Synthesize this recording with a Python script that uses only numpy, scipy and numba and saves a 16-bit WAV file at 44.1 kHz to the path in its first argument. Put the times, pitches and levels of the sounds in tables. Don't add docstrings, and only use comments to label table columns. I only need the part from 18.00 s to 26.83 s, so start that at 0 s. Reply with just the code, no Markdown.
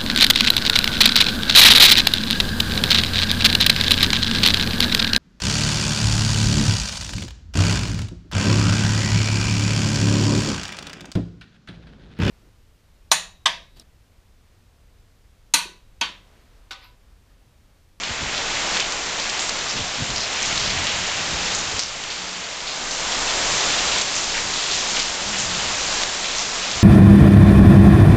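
import sys
import numpy as np
from scipy import signal
from scipy.fft import rfft, irfft
from scipy.io import wavfile
from scipy.ndimage import uniform_filter1d
from numba import njit

SR = 44100
rng = np.random.default_rng(int(sys.argv[2]) if len(sys.argv) > 2 else 0)


def dump(signal):
    limited = np.clip(np.atleast_2d(signal).T, -1, 1)
    pcm = np.round(limited * 32767).astype(np.int16)
    wavfile.write(sys.argv[1], SR, pcm)


def invert_db(level):
    return 10 ** (np.asarray(level, dtype=float) / 20)


N = 389403

# time in seconds, treble lift in dB.
TREBLE_LIFT = [(0, -2.5), (1, -1.5), (2, -0.5), (3.5, -0.4), (5, 0), (6, 1), (7, 1), (8, 1), (8.83, 0.1)]
# time in seconds, roar level in dB, runoff splatter level in dB.
RAIN_LEVELS = [(0, -27.5, -25), (.7, -28, -28), (1.1, -28, -28), (1.45, -28, -25), (2.1, -29.5, -26.5),
               (2.6, -30, -25), (3.2, -29.5, -27), (3.75, -28.5, -25.5), (4.1, -27.5, -25),
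               (4.6, -27.5, -24.5), (5.2, -26, -28.5), (5.8, -28.5, -25), (6.7, -29, -24),
               (7.2, -29, -25.5), (7.65, -27.5, -24.5), (8, -28, -24), (8.83, -27.5, -25.5)]


def curve(table):
    s, *columns = np.transpose(table)
    return [np.interp(np.arange(N) / SR, s, c) for c in columns]


def unit(x):
    return x / np.sqrt(np.mean(x ** 2))


def band(x, lo_hz, hi_hz, order=2):
    return signal.sosfilt(signal.butter(order, [lo_hz, hi_hz], "band", fs=SR, output="sos"), x)


def shape(x, points):
    hz, db = np.transpose(points)
    f = np.maximum(np.fft.rfftfreq(N, 1 / SR), 1)
    return irfft(rfft(x) * invert_db(np.interp(np.log(f), np.log(hz), db)), N)


def resonate(modes):
    total = 0
    for hz, width_hz, db in modes:
        noise = rng.standard_normal(N)
        total = total + invert_db(db) * unit(band(noise, hz - width_hz / 2, hz + width_hz / 2, order=1))
    return unit(total)


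def walk(rate_hz):
    k = int(SR / rate_hz)
    held = np.repeat(rng.standard_normal(N // k + 1), k)
    return unit(uniform_filter1d(uniform_filter1d(held, k), k)[:N])


@njit
def grains(start, hz, cycles, size, count):
    out = np.zeros(count)
    for k in range(len(start)):
        p = np.exp((2j * np.pi - 2 / cycles[k]) * hz[k] / SR)
        z = size[k] + 0j
        for i in range(start[k], min(count, start[k] + int(3 * cycles[k] * SR / hz[k]))):
            out[i] += z.imag
            z *= p
    return out


def hum():
    # start in seconds, level in dB before the waver, pitch in Hz, length in seconds.
    swells = [(2.62, -42, 183, 0.31), (3.36, -41.5, 183, 0.35), (4.17, -39, 183, 0.33),
              (5.75, -45, 206, 0.21), (7.26, -32.5, 203.4, 0.21), (7.46, -35, 183, 0.32)]
    out, t = np.zeros(N), np.arange(N) / SR
    waver = invert_db(1.7 * walk(50))
    wobble_rad = 0.7 * walk(30)
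    for s, db, hz, length_s in swells:
        age = np.clip((t - s) / length_s, 0, 1)
        swell = np.sin(np.pi * age ** 0.47) ** 0.64
        out += invert_db(db) * np.sqrt(2) * swell * np.sin(2 * np.pi * hz * (t - s) + wobble_rad)
    return out * waver


def wind():
    # crest in seconds, buffeting level in dB.
    gusts = [(0.27, -41), (1.8, -40), (2.12, -34), (2.66, -32), (3.0, -36.5), (3.4, -33.5), (3.75, -36),
             (5.7, -44), (6.44, -43), (7.32, -37.5), (7.55, -35), (8.8, -42.5)]
    # start in seconds, level in dB before the band-pass, pitch in Hz, decay in cycles.
    bump_table = [(.105, -15.5, 80, 1.6), (0.227, -14.5, 110, 1.4), (0.263, -19, 55, 1.6),
                  (0.334, -29, 89, 1.3), (1.756, -19, 160, 1.9), (1.791, -16, 197, 3),
                  (1.812, -18, 80, 1.8), (2.005, -14, 200, 2.4), (2.021, -12, 130, 1.4),
                  (2.092, -18, 140, 1.8), (2.114, -16, 55, 1), (2.15, -27, 130, 1.7), (2.18, -26, 100, 2),
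                  (2.609, -29, 128, 6), (2.769, -27, 85, 9.3), (3.335, -23.5, 75.6, 4.5),
                  (3.74, -26, 90, 3.5), (8.753, -23, 64.7, 2.7), (8.771, -26, 129, 2.7)]
    rise_db_per_s, fall_db_per_s, calm_db = 33, 24, -48.5
    t = np.arange(N) / SR
    crests = [db - np.maximum(rise_db_per_s * (s - t), fall_db_per_s * (t - s)) for s, db in gusts]
    buffet_db = np.maximum(np.max(crests, axis=0), calm_db)
    buffet = unit(band(rng.standard_normal(N), 45, 200) * invert_db(3.0 * walk(14)))
    s, level_db, hz, cycles = np.transpose(bump_table)
    start = (s * SR).astype(np.int64)
    bumps = band(grains(start, hz, np.clip(cycles, 0.5, 12), invert_db(level_db), N), 25, 420)
    bump_rms = np.sqrt(uniform_filter1d(bumps ** 2, int(0.05 * SR)).clip(0))
    puff = bump_rms * unit(band(rng.standard_normal(N), 50, 340))
    return invert_db(buffet_db) * buffet + bumps + invert_db(-3.0) * puff


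def roar():
    # frequency in Hz, relative spectral density in dB.
    colour = [(24, -35.5), (40, -2), (92, -16), (189, -8), (251, -4.5), (715, 1.5), (1380, 0), (3300, -3.5),
              (6930, -1.5), (7400, -1.5), (9620, -20.5), (16300, -120)]
    # centre in Hz, width in Hz, relative level in dB.
    porch = [(20, 5.4, 6), (80, 36, -4), (94.8, 10, -6), (135.3, 10, -3), (183, 9.1, -1.5),
             (214.8, 13, -1.5)]
    mains_hz, mains_db = 52.7, -21.5
    level_db, _ = curve(RAIN_LEVELS)
    noise = shape(rng.standard_normal(N), colour)
    noise /= np.std(band(noise, 350, 1600, order=4))
    edges_hz = 500 * 2 ** np.arange(0, 4.1, 0.5)
    flicker = np.zeros(N)
    for lo_hz, hi_hz in zip(edges_hz, edges_hz[1:]):
        flicker += (invert_db(0.32 * walk(9)) - 1) * band(noise, lo_hz, hi_hz)
    lift_db, = curve(TREBLE_LIFT)
    noise = noise + (invert_db(lift_db) - 1) * band(noise, 5400, 11000, order=1)
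    mains_level = invert_db(mains_db + 2.0 * walk(2.7))
    mains = mains_level * np.sin(2 * np.pi * mains_hz * np.arange(N) / SR)
    return invert_db(level_db) * (noise + flicker + invert_db(-11.0) * resonate(porch) + mains)


def splatter():
    ticks_per_s, cycles = 3000, 1.74
    pitch_hz, octaves_per_db, wander_oct = 3830, 0.17, 0.1
    surge_db = 0.76
    _, level_db = curve(RAIN_LEVELS)
    lift_db, = curve(TREBLE_LIFT)
    centre_hz = pitch_hz * 2 ** (octaves_per_db * lift_db + wander_oct * walk(6))
    place, tone, tone2 = rng.random((int(N / SR * ticks_per_s), 3)).T
    start = (place * N).astype(np.int64)
    sign = np.sign(tone - tone2)
    octaves = 0.4 * 2.26 * (tone + tone2 - 1)
    hz = np.clip(centre_hz[start] * 2 ** octaves, 500, 9000)
    ticks = unit(band(grains(start, hz, np.full(len(hz), cycles), sign, N), 1440, 15000))
    return invert_db(level_db + surge_db * walk(7)) * ticks


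def splashes():
    # start in seconds, level in dB, pitch in Hz.
    gouts = [(0.038, -25.5, 3540), (0.348, -29.5, 3970), (0.556, -32.5, 2500), (0.74, -34.5, 3500),
             (0.8, -25.5, 3170), (1.204, -30, 5300), (1.335, -30.5, 2760), (1.398, -25.5, 7200),
             (1.689, -26.5, 5030), (1.761, -28, 3270), (2.163, -23, 4900), (2.421, -26.5, 6150),
             (2.59, -29, 4800), (2.64, -28.5, 5000), (2.869, -27, 3580), (3.48, -31, 4350),
             (3.552, -26, 6700), (3.798, -19, 5300), (4.1, -27, 4500), (4.67, -24, 4260),
             (4.912, -27.5, 6370), (5.118, -27, 3970), (5.273, -27.5, 3120), (5.7, -28, 3040),
             (5.915, -29.5, 3530), (6.15, -25.5, 6600), (6.341, -27.5, 2300), (6.546, -28.5, 3900),
             (6.714, -27.5, 4000), (6.741, -26, 6300), (6.87, -29, 6900), (6.96, -29, 2900),
             (6.997, -26, 4760), (7.33, -27.5, 2700), (7.383, -24, 6900), (7.782, -28.5, 6630),
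             (8.245, -28.5, 3200), (8.361, -25, 6130), (8.616, -29, 3270)]
    droplets, spread_db, cycles = 140, 4.0, 3.66
    length_s, range_hz = 0.1, 1650
    n = int(length_s * SR)
    out = np.zeros(N)
    for s, db, hz in gouts:
        delay, tone, rank = rng.random((3, droplets))
        start = (n * delay ** 1.2).astype(np.int64)
        envelope = (1 - 0.67 * delay) * np.clip(delay / 0.032, 0, 1)
        size = invert_db(-spread_db * np.log(1 - 0.98 * rank)) * envelope
        pitch_hz = np.clip(hz + range_hz * (tone - 0.5), 500, 8000)
        size = size / np.sqrt(cycles * SR / pitch_hz)
        cloud = grains(start, pitch_hz, np.full(droplets, cycles), size, n + 400)
        cloud = band(cloud, 1300, 11000, order=1)
        i = int(s * SR)
        out[i:i + len(cloud)] += invert_db(db) * unit(cloud)[:N - i]
    return out


def drops():
    # start in seconds, relative level in dB, pitch in Hz.
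    big = [(0.0355, 1, 3500), (0.348, -6, 3500), (0.379, -2, 3400), (0.7695, -2, 3300), (0.773, -7.5, 4500),
           (0.7986, -0.5, 3140), (0.803, 0, 4700), (0.9223, -1, 5000), (1.098, -9, 3460),
           (1.1985, -2, 4730), (1.297, -1.5, 5030), (1.3936, 0.5, 4400), (1.4933, 1.5, 4500),
           (1.589, -6, 5040), (1.685, -8, 5080), (1.9475, -8, 4130), (2.104, -3, 4500),
           (2.1607, -1.5, 4800), (2.429, -6, 5690), (2.558, -8, 4100), (2.577, -0.5, 3960),
           (2.598, -11, 5500), (2.705, -4, 4020), (2.869, 0, 3540), (3.471, -8, 5730), (3.549, 0, 6560),
           (3.785, -10, 4000), (3.7936, 5.5, 5020), (4.0383, -3, 3200), (4.104, -5, 4290),
           (4.119, -2, 4270), (4.605, -3, 4200), (4.91, -3, 4700), (5.982, -5, 6640), (6.0135, -3, 5200),
           (6.0172, -1.5, 6930), (6.164, -9, 5300), (6.369, -6.5, 3960), (6.5389, -1.5, 4100),
           (6.628, -8, 4000), (6.7135, -7.5, 4300), (6.733, -7.5, 4600), (6.741, -8, 4460),
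           (6.967, -7, 5530), (6.9934, -7, 5010), (7.0001, -3, 4600), (7.0202, -5, 4700),
           (7.264, -10, 5630), (7.405, -7, 6410), (8.035, -1, 3860), (8.149, -10, 5800), (8.244, -3, 3280),
           (8.35, -3, 3670), (8.392, -6.5, 6300), (8.714, -3, 4500)]
    small_per_s, small_db, small_spread_db, small_hz = 20, -18, 3.2, 4600
    tick_cycles, spray_db, spray_decay_s = 1.63, -15.5, 0.0049
    place, rank, tone = rng.random((int(N / SR * small_per_s), 3)).T
    small = [place * N / SR,
             small_db - small_spread_db * np.log(1 - 0.95 * rank),
             small_hz * 2 ** (1.6 * (tone - 0.5))]
    s, level_db, hz = np.hstack([np.transpose(big), small])
    start, count = (s * SR).astype(np.int64), len(s)
    ticks = grains(start, hz, np.full(count, tick_cycles), 1.465 * invert_db(level_db), N)
    clicks = grains(start, np.full(count, 7200.), np.full(count, 1.2), invert_db(level_db - 8.5), N)
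    out = band(ticks, 1300, 11300, order=1) + band(clicks, 3500, 12000, order=1)
    t = np.arange(int(0.1 * SR)) / SR
    envelope = np.exp(-t / spray_decay_s) * np.clip(t / 0.001 - 0.5, 0, 1)
    for i, db, f in zip(start, level_db, hz):
        noise = unit(band(rng.standard_normal(len(t)), 0.86 * f, min(1.7 * f, 9000)))
        spray = invert_db(db + spray_db) * envelope * noise
        out[i:i + len(t)] += spray[:N - i]
    return out


@njit
def ride(x, ceiling, gain, hold, step):
    out, wait = np.empty(len(x)), 0.
    for i in range(len(x)):
        if abs(x[i]) * gain > ceiling:
            gain, wait = ceiling / abs(x[i]), hold
        elif wait > 0:
            wait -= 1
        else:
            gain = min(1., gain * step)
        out[i] = gain
    return out


def gain_control(x):
    ceiling_db, start_gain_db = -4.5, -9.0
    hold_s, recover_db_per_s, lag_s = 0.79, 11, 0.0051
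    gain = ride(x, invert_db(ceiling_db), invert_db(start_gain_db), hold_s * SR, invert_db(recover_db_per_s / SR))
    pole = np.exp(-1 / (lag_s * SR))
    return signal.lfilter([1 - pole], [1, -pole], gain, zi=[pole * gain[0]])[0]


def scene():
    mono = hum() + wind() + roar() + splatter() + splashes() + drops()
    return np.tile(mono, (2, 1))


def roll_off(x):
    return signal.sosfilt(signal.butter(12, 9100, fs=SR, output="sos"), x)


def record(dry):
    # frequency in Hz, gain in dB.
    capture_edge = [(7300, -0.5), (7600, 0), (7990, -9.5), (8010, -40), (8100, -89)]
    # frequency in Hz, gain in dB.
    playback_edge = [(7300, 0), (7600, -2.5), (8000, -3.5), (8400, -14), (8700, -24), (9000, -34.5),
                     (9300, -54), (9800, -120)]
    sampling_hz = 16000
    rounded = 0.76 * np.tanh(gain_control(dry[0]) * dry / 0.74)
    sampled = shape(rounded, capture_edge)
    mirror = 2 * sampled * np.cos(2 * np.pi * sampling_hz * np.arange(N) / SR)
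    return roll_off(shape(sampled + mirror, playback_edge))


dry = scene()
out = record(dry)
dump(out)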